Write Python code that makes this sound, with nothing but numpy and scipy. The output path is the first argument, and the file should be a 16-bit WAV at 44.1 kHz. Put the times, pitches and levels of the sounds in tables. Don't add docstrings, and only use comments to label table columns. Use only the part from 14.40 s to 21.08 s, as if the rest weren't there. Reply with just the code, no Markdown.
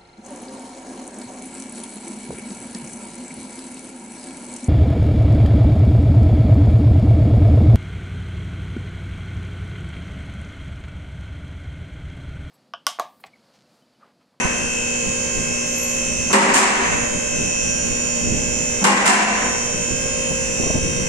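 import sys
import numpy as np
from scipy import signal
from scipy.fft import rfft, irfft
from scipy.io import wavfile
from scipy.ndimage import uniform_filter1d, minimum_filter1d

SR = 44100
rng = np.random.default_rng(int(sys.argv[2]) if len(sys.argv) > 2 else 0)


def generate_wav(sig):
    pcm = np.round(np.clip(np.atleast_2d(sig).T, -1, 1) * 32767).astype(np.int16)
    wavfile.write(sys.argv[1], SR, pcm)


N = 294588
TIME = np.arange(N) / SR


def amp(db):
    return 10 ** (np.asarray(db) / 20)


def unit(x):
    return x / np.sqrt(np.mean(abs(x) ** 2) + 1e-20)


def read(points, hz):
    f, value = np.transpose(points)
    return np.interp(np.log(hz + 1), np.log(f + 1), value)


def follow(points, t):
    s, *columns = np.transpose(points)
    return [np.interp(t, s, column) for column in columns]


def add(mix, s, sound):
    part = mix[:, max(round(s * SR), 0):][:, :sound.shape[1]]
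    part += sound[:, :part.shape[1]]


def drift(rate_hz):
    size, slow_rate = 4096, 400
    hz = np.fft.rfftfreq(size, 1 / slow_rate)
    slow = irfft(rfft(rng.standard_normal(size)) * np.exp(-(hz / rate_hz) ** 2))
    return np.interp(TIME, np.arange(size) / slow_rate, unit(slow))


# pitch_hz [Hz], left_over_right_db [dB]
PORT_BALANCE = [(30, -1), (150, -5), (400, 1), (1200, 1), (2700, 1.5), (4200, -4.5), (5800, -0.5),
                (6800, -3), (7400, -12.5), (8000, 5), (8700, 17), (12000, 6)]
# pitch_hz [Hz], likeness [0 to 1]
PORT_LIKENESS = [(30, 0.36), (130, 0.23), (220, 0.42), (500, 0.35), (1000, 0), (16000, 0)]


def noise(spectrum, size=N):
    hz = np.fft.rfftfreq(size, 1 / SR)
    first, other = rfft(rng.standard_normal((2, size)))
    same = read(PORT_LIKENESS, hz)
    pair = np.array([first, same * first + np.sqrt(1 - same ** 2) * other])
    pair = pair * amp(np.outer([.5, -.5], read(PORT_BALANCE, hz)))
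    return irfft(pair * amp(read(spectrum, hz)), size) * np.sqrt(SR / 2)


# start_s [s], level_db [dB]
DRAUGHT_STRENGTH = [(0, -43), (.65, -37), (1.3, -42.5), (1.7, -33), (2.25, -34.5), (2.5, -31), (2.7, -37),
                    (3.7, -35.5), (3.92, -27.5), (4.8, -43.5), (5.4, -33.5), (5.9, -34), (6.25, -30),
                    (6.68, -25.5)]
# pitch_hz [Hz], density_db [relative dB per Hz]
RUMBLE_COLOUR = [(10, 1.5), (25, -10), (60, 2), (120, -2.5), (190, 1), (300, -6.5), (600, -18.5),
                 (1500, -111)]
# peak_s [s], level_db [dB], length_s [s from the peak to 1/e]
BUFFET_TIMES = [(0.055, -17, 0.0074), (0.232, -30, 0.048), (0.68, -26, 0.033), (0.992, -25, 0.045),
                (1.112, -25, 0.017), (2.536, -29, 0.06), (3.02, -26, 0.09), (3.515, -25, 0.032),
                (3.906, -24, 0.073), (4.172, -29.5, 0.11), (5.346, -30, 0.039), (5.524, -25, 0.038),
                (5.66, -26, 0.0091), (5.915, -22.5, 0.012), (6.203, -20.5, 0.015), (6.238, -20, 0.01),
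                (6.27, -18, 0.011), (6.307, -15, 0.007), (6.357, -15, 0.013), (6.383, -20, 0.008),
                (6.602, -28, 0.04)]
# pitch_hz [Hz], density_db [relative dB per Hz]
BUFFET_COLOUR = [(15, 2.5), (60, -4.5), (180, 1), (300, -5), (550, -12.5), (900, -24.5), (2000, -75)]
# pitch_hz [Hz], density_db [relative dB per Hz]
SNAP_COLOUR = [(30, -25), (200, -3), (450, 1), (750, -8), (1100, -14), (2000, -55)]


def draught(rumble_db=1, gust_db=2.5, gust_hz=6, lumpy_db=2, snap_db=-6, snap_s=0.019):
    gusts_db = follow(DRAUGHT_STRENGTH, TIME)[0] + gust_db * drift(gust_hz)
    port_lumps_db = lumpy_db * np.array([drift(41), drift(28)])
    rumble = unit(noise(RUMBLE_COLOUR)) * amp(rumble_db + gusts_db + port_lumps_db)
    eddies, snaps = np.zeros((2, N))
    for s, db, length in BUFFET_TIMES:
        eddy = amp(db) * np.exp(-((TIME - s) / length) ** 2)
        eddies += eddy
        snaps += eddy / (1 + (length / snap_s) ** 2)
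    buffets = unit(noise(BUFFET_COLOUR)) * eddies
    return rumble + buffets + unit(noise(SNAP_COLOUR)) * amp(snap_db) * snaps


# [s, time constant]
GUIDE_SQUEAL = (1.43, 11480, -34, .055, .07)


def squeal(width_hz=110, rough_db=3, glide_hz=350, glide_s=0.055):
    s, hz, db, rise_s, fade_s = GUIDE_SQUEAL
    t = TIME - s
    glide = glide_hz * np.clip(-t / glide_s - 1, 0, 1)
    pitch = hz + glide + width_hz * drift(140)
    tone = np.sin(2 * np.pi * np.cumsum(pitch) / SR)
    envelope = np.exp(np.minimum(t / rise_s, -t / fade_s))
    return tone * envelope * amp(db + rough_db * drift(70)) * amp([[3], [-3]])


# pitch_hz [Hz], level_db [dB], left_over_right_db [dB], port_phase_rad [rad]
HUM_LINES = [(240, -35.5, 3.5, 0.47), (360, -51, 12.5, 0.56), (480, -37, 0.5, 1.5), (600, -41.5, 6, 1.43)]
# start_s [s], line_1_db [dB], line_2_db [dB], line_3_db [dB], line_4_db [dB]
HUM_LINE_SWELLS = [(0, 0.79, 0, -3, -9), (.6, 0.49, 0, 2, -13), (1.3, 0.63, 0, -6.5, 0),
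                   (1.8, 1, 0, -9, -1), (2.7, 0.77, 0.006, 1.5, 1.5), (3.1, -2.5, 0, -4, -2),
                   (3.8, 2.1, 0, -1.5, 2), (4.3, 0, 0, 3, 1.5), (5.2, -1.03, 0, 4, -2), (5.6, -2, 0, 3, 0),
                   (6.1, -0.23, 0.0055, 3, -17), (6.6, -1.6, 0, 4.5, -3)]


def motor(waver=0.089, wander_rad=0.084, drift_hz=2.5):
    out = np.zeros((2, N))
    for (hz, db, pan, lag), swell_db in zip(HUM_LINES, follow(HUM_LINE_SWELLS, TIME)):
        *port_waver, wander = [drift(drift_hz) for _ in range(3)]
        phase = 2 * np.pi * (hz * TIME + rng.random()) + wander_rad * wander
        for ear, side in enumerate((.5, -.5)):
            level = np.sqrt(2) * amp(db + swell_db + side * pan) * (1 + waver * port_waver[ear])
            out[ear] += level * np.cos(phase + side * lag)
    return out


SHAFT_HZ, TEETH = 58.93, 9
# nine level_db [dB], from four shaft orders below the multiple to four above, then left_over_right_db [dB]
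WHINE_ORDERS = [(-60, -60, -48, -43.5, -33.5, -42.5, -76, -62, -61, 3),
                (-55, -54, -57, -50.5, -47.5, -61, -73, -63, -72, 1.5),
                (-85, -62, -53, -56.5, -43.5, -62, -60, -54, -74, 1),
                (-58, -56, -54, -46.5, -51.5, -46.5, -48.5, -87, -69, 4),
                (-64, -49.5, -40.5, -32.5, -46.5, -42, -43.5, -52, -57, 5),
                (-54, -56, -59, -44, -49, -62, -62, -64, -80, 0),
                (-77, -78, -79, -59.5, -51, -71, -68, -84, -86, -3),
                (-79, -80, -77, -86, -55, -62.5, -81, -82, -78, 2),
                (-77, -80, -71, -52, -56.5, -54, -77, -79, -85, -16),
                (-78, -54, -65, -53, -49, -45.5, -57, -61, -64, -1),
                (-51, -46, -54, -37.5, -42, -37, -45.5, -51, -54, -3.5),
                (-48, -53, -63, -34.5, -43, -38.5, -42.5, -44, -51, -7.5),
                (-63, -41, -46, -33.5, -37.5, -33, -48, -45, -52, -8.5),
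                (-54, -69, -52, -41, -47.5, -42, -50, -52.5, -61, -3.5),
                (-54, -65, -52, -57, -51, -62, -63, -51.5, -61, -6),
                (-66, -55, -78, -49.5, -48, -58, -59, -64, -62, 1),
                (-62, -53, -68, -57, -48, -54.5, -64, -54, -62, 9)]
# pitch_hz [Hz], level_db [dB per line]
FAINT_ORDERS = [(9500, -67), (10000, -75), (11000, -67.5), (12500, -83)]
# start_s [s], level_db [relative dB], left_over_right_db [dB], port_phase_rad [rad]
TOOTH_TONE_PATH = [(.1,-2,1,-2),(.35,-12,10,-1),(.65,0,20,-3),(.9,-3.5,20,0),(1.5,-2.5,11,-7),(1.78,-2.5,4,-4.5),(2.75,0.5,-3,-2.5),(3,1.5,-3,-3),(3.25,2,-1,-3),(3.9,-2.5,-1,-2),(4.25,-3.5,-3,-2),(5.2,-6,10,-0.5),(5.5,-5,6,0),(5.9,2.5,8,0.2),(6.2,0.5,1,1.6),(6.55,-1,10,-1)]
LOUD_TOOTH_MULTIPLES = (5, 11, 12, 13)
# start_s [s], first_db [dB], second_db [dB], third_db [dB], fourth_db [dB]
LOUD_SWELLS = [(0.1, 2.2, -4, 0.5, -6), (0.35, 2.5, -3.3, -1.5, -2.3), (0.65, 0.9, -4.2, 0.5, 1.5),
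               (0.9, -2.1, -3.5, -1.13, -0.5), (1.2, 0.4, 0, 0.5, -1.5), (1.5, -0.7, 0, 1.47, 1.5),
               (1.78, 0.8, 2, 3.17, -4), (2.75, -2.7, -6.5, 1.47, 0), (3.0, 0.5, 3, 1.87, 0),
               (3.249, 0.5, 4.5, 3, 0), (3.6, 0, 1.5, -0.5, 3), (3.9, -1, 2.5, -0.63, 1.5),
               (4.25, -2, 2.5, -3, 3.5), (5.2, -3.7, 1.5, 1.5, 0), (5.5, -3, 0, -0.5, 0.5),
               (5.9, -1.2, -2.5, -3, 1.32), (6.25, 0.5, 4.5, -3, 0.5), (6.55, -2, 2.2, -3, -3.5)]
# pitch_hz [Hz], density_db [dB per Hz]
OIL_HISS = [(30, -57), (120, -61.5), (220, -62), (350, -65), (520, -67.5), (800, -70), (1300, -72.5),
            (2600, -70.5), (3150, -71), (3500, -78.5), (4500, -83), (5700, -71), (7000, -70.5), (9100, -78),
            (10000, -88.5), (12000, -94), (15000, -116)]


def fading_path(hz, pan, depth, rate, path_rad, shimmer, port_lag):
    chance = np.exp(2j * np.pi * rng.random((2, 2, len(rate))))
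    right_phase = rng.choice([-1, 1]) * (port_lag + 0.79 * rng.standard_normal())
    steady = np.exp([[0], [1j * right_phase]]) * chance[0, 0, -1]
    slow = unit(np.fft.ifft(chance[0] * np.exp(-(rate / 3.6) ** 2)))
    fast = unit(np.fft.ifft(chance[1] / (1 + (rate / 22) ** 2)))
    turning = unit(np.fft.ifft(chance[1] * np.exp(-(rate / 1.16) ** 2)).real)
    path = unit(steady + depth * slow + np.sqrt(hz / 3500) * shimmer * fast)
    return path * unit(amp([[pan], [0]])) * np.exp(1j * path_rad * np.sqrt(hz / 7000) * turning)


def pump(wander=0.0002545, flutter=0.000371, fading=0.55, loud_fading=0.24, path_rad=0.68,
         shimmer=0.25, port_lag=1.5, whine_db=0.68):
    turns = np.cumsum(SHAFT_HZ * (1 + wander * drift(1.6) + flutter * drift(21.0))) / SR
    shaft = np.exp(2j * np.pi * turns).astype(np.complex64)
    hop = 256
    t = np.arange(N // hop + 2) * hop / SR
    tone_db, tone_pan, tone_lag = follow(TOOTH_TONE_PATH, t)
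    swell_db = dict(zip(LOUD_TOOTH_MULTIPLES, follow(LOUD_SWELLS, t)))
    rate = np.fft.fftfreq(len(t), hop / SR)
    ramp = (np.arange(hop) / hop).astype(np.float32)
    out, line = np.zeros((2, N), np.float32), shaft ** 6
    for order in range(7, 210):
        line = line * shaft
        tooth, hz = round(order / TEETH), order * SHAFT_HZ
        offset = order - tooth * TEETH
        if tooth <= len(WHINE_ORDERS):
            row = WHINE_ORDERS[tooth - 1]
            db, pan = row[offset + TEETH // 2], row[-1]
        else:
            db, pan = read(FAINT_ORDERS, hz), read(PORT_BALANCE, hz)
        if order == TEETH:
            ports = np.array([amp(tone_pan), np.exp(-1j * tone_lag)])
            path = amp(tone_db) * ports / np.sqrt((1 + amp(tone_pan) ** 2) / 2)
        else:
            depth = loud_fading if tooth in LOUD_TOOTH_MULTIPLES else fading
            path = fading_path(hz, pan, depth, rate, path_rad, shimmer, port_lag)
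        path = (np.sqrt(2) * path * amp(whine_db + db + swell_db.get(tooth, 0))).astype(np.complex64)
        smooth_path = path[:, :-1, None] + np.diff(path)[..., None] * ramp
        out += (smooth_path.reshape(2, -1)[:, :N] * line).real
    return out + noise(OIL_HISS) * (1 + 0.06 * shaft.real) * amp(.5 * drift(25))


def from_the_right(pair, share=0.088, delay_s=.0005):
    late = np.pad(pair[1], (round(delay_s * SR), 0))[:pair.shape[1]]
    return np.array([np.sqrt(1 - share ** 2) * pair[0] + share * late, pair[1]])


def column_ring(modes, ring_db, tilt_db, size, scatter=0.44, beat_hz=7):
    ring, early = np.zeros((2, size)), (np.arange(SR) / SR).astype(np.float32)
    for f, db, t60 in modes:
        level = amp(db + ring_db + tilt_db * np.log2(f / 1500))
        decay = np.exp(-float(np.log(1000) / t60) * early)
        twin_hz = beat_hz * rng.choice([-1, 1]) * rng.uniform(0.73, 2.12)
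        for weight, shift in ((1, 0), (scatter, twin_hz)):
            phase = rng.uniform(0, 2 * np.pi) + rng.standard_normal((2, 1)) * f / 800
            turn = float(2 * np.pi * (f * (1 + 0.00192 * rng.standard_normal()) + shift))
            ring[:, :SR] += weight * level * decay * np.sin(turn * early + phase.astype(np.float32))
    return ring


# pitch_hz [Hz], t60_s [s]
HALL_DECAY = [(150, 1.54), (240, 1.06), (400, 1.34), (1000, 1.07), (2200, 1.276), (4000, 0.91),
              (8000, 0.72), (11000, 0.37), (14000, 0.42)]


def hall_tail(colour, size, echo_db=1.13):
    hz, at, z = signal.stft(noise(colour, size), SR, nperseg=512)
    decayed = z * amp(-60 * at / read(HALL_DECAY, hz)[:, None])
    tail = signal.istft(decayed, SR, nperseg=512)[1][:, :size]
    return tail * amp(echo_db * drift(29)[:size])


# pitch_hz [Hz], density_db [relative dB per Hz]
CLANK_COLOUR = [(100, -72), (170, -46.5), (260, -42), (450, -44), (700, -40.5), (1000, -33.5), (1300, -40),
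                (1900, -37.5), (2800, -42), (3400, -49.5), (4400, -49.5), (7600, -42), (9300, -53),
                (11000, -65), (15000, -72)]
# pitch_hz [Hz], density_db [relative dB per Hz]
CRACK_COLOUR = [(500, -69), (1500, -48), (4400, -53), (7800, -41.5), (9300, -62), (11000, -57),
                (15000, -76)]


def blow(tilt_db, ring_db, crack_db, hall_db, thud_db, modes, direct_db=-3.0, steel_t60=0.25, build_s=0.023,
         clatter_db=3, crack_t60=0.035, thud_hz=265, thud_t60=0.088, strike_rise_s=.003, ring_rise_s=.008):
    size = 2 * SR
    t = np.arange(size) / SR
    colour = [(hz, db + tilt_db * np.log2(hz / 1500)) for hz, db in CLANK_COLOUR]
    crack = amp(crack_db - 60 * t / crack_t60) * from_the_right(noise(CRACK_COLOUR, size))
    clatter = clatter_db * np.tanh(drift(120)[:size])
    clank = amp(direct_db - 60 * t / steel_t60 + clatter) * from_the_right(noise(colour, size))
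    thud = amp(thud_db - 60 * t / thud_t60) * np.sin(2 * np.pi * thud_hz * t)
    ring = column_ring(modes, ring_db, tilt_db, size) * (1 - np.exp(-t / ring_rise_s))
    hall = amp(hall_db) * hall_tail(colour, size) * (1 - np.exp(-t / build_s))
    return crack + (clank + thud + ring + hall) * (1 - np.exp(-t / strike_rise_s))


# start_s [s], level_db [dB], treble_tilt_db [dB per octave],
# ring_db [dB], crack_db [dB], hall_db [dB], thud_db [dB], post [1 or 2], notch [1 or 2]
LATCH_BLOWS = [(-.35, 2, -1, -5, -20, -3.5, -30, 2, 1), (1.9, -19, -4, -11, -20, -5, -20, 1, 1),
               (1.929, 5.5, -1.15, -4, -4, -2.5, -22, 1, 1), (2.138, -3, 2, -10, -7, -3.5, -30, 2, 1),
               (2.153, 1, -0.3, -2.5, -13, -4.5, -6.5, 2, 1), (4.413, -24, -7.5, -3, -20, 1, -20, 1, 2),
               (4.441, 6, -0.96, -3, -5.5, -5.5, -24, 1, 2), (4.657, -0.5, -0.1, -12, -4.5, -3, -30, 2, 2),
               (4.673, 2.5, -0.5, -4, -14, -7, -12, 2, 2)]
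# pitch_hz [Hz], notch_1_db [relative dB], notch_2_db [relative dB], t60_s [s]
FIRST_POST_MODES = [(205, -10, -27, 0.59), (203, -28, -10.5, 0.62), (251, -17.5, -24, 1),
                    (334, -21, -20, 0.48), (390.6, -12, -23, 0.96), (507, -25, -23, 0.98),
                    (553, -13, -27, 0.97), (639, -41, -26, 1), (760, -19, -32, 0.59), (791, -21, -22, 0.99),
                    (812, -28, -14.5, .8), (862, -12, -13.5, 0.59), (926, -12, -34, 0.91),
                    (964, -11, -30, 0.8), (1070, -13.5, -13.5, 0.86), (1079, -18, -33, 1),
                    (1170, -20, -27, 1), (1178, -21, -20, 0.96), (1297, -14, -31, 0.81),
                    (1553, -26, -16, 1), (1990, -24, -28, 1), (1990, -13, -17, 1), (2093, -26, -18, 1),
                    (2296, -26, -22, 1), (2840, -19, -15, 0.67)]
# pitch_hz [Hz], notch_1_db [relative dB], notch_2_db [relative dB], t60_s [s]
SECOND_POST_MODES = [(212, -16, -12.5, 1.01), (246.5, -21, -26, 1.4), (386, -12.5, -17.5, 0.64),
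                     (682, -22, -19, 1), (705, -23.5, -18, 1.2), (764, -16, -13, 1),
                     (965, -13.5, -16, 1.16), (1024, -24, -13.5, 1.3), (1106, -21, -34, 0.67),
                     (1133, -14, -34, 0.87), (1265, -20, -28, 0.91), (1515, -21, -22, 2),
                     (1530, -22, -16, 0.97), (1720, -17, -13, 0.9), (1840, -16, -28, 1.3),
                     (1820, -28, -26, 0.74), (1950, -26, -18, 0.91), (2716, -19, -15.5, 1.2)]


def latches(level_db=1.5):
    out = np.zeros((2, N + SR))
    for s, db, tilt_db, ring_db, crack_db, hall_db, thud_db, post, notch in LATCH_BLOWS:
        column = FIRST_POST_MODES if round(post) == 1 else SECOND_POST_MODES
        modes = [(hz, lower if round(notch) == 1 else upper, t60) for hz, lower, upper, t60 in column]
        strike = blow(tilt_db, ring_db, crack_db, hall_db, thud_db, modes)
        add(out, s + 1, amp(level_db + db) * strike)
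    return out[:, SR:]


def scene():
    return draught() + squeal() + motor() + pump() + latches()


def record(dry, threshold_db=-16, share=0.71, hold_s=0.036, fall_db_per_s=47, ceiling=.88, cut_hz=15450):
    power = abs(uniform_filter1d((dry ** 2).mean(0), size=600))
    half = int(hold_s * SR / 2)
    level_db = 10 * np.log10(power + 1e-12)
    held_db = -minimum_filter1d(-level_db, size=2 * half + 1, origin=half, mode="nearest")
    fall = TIME * fall_db_per_s
    sensed_db = np.maximum.accumulate(held_db + fall) - fall
    over_db = np.maximum(sensed_db - threshold_db, 0)
    ducked = dry * amp(-share * uniform_filter1d(over_db, size=200))
    rounded = ducked / (1 + (ducked / ceiling) ** 6) ** (1 / 6)
    low_pass = signal.firwin(511, cut_hz, window=("kaiser", 9), fs=SR)
    return signal.oaconvolve(rounded, low_pass[None], "same")


dry = scene()
out = record(dry)
generate_wav(out)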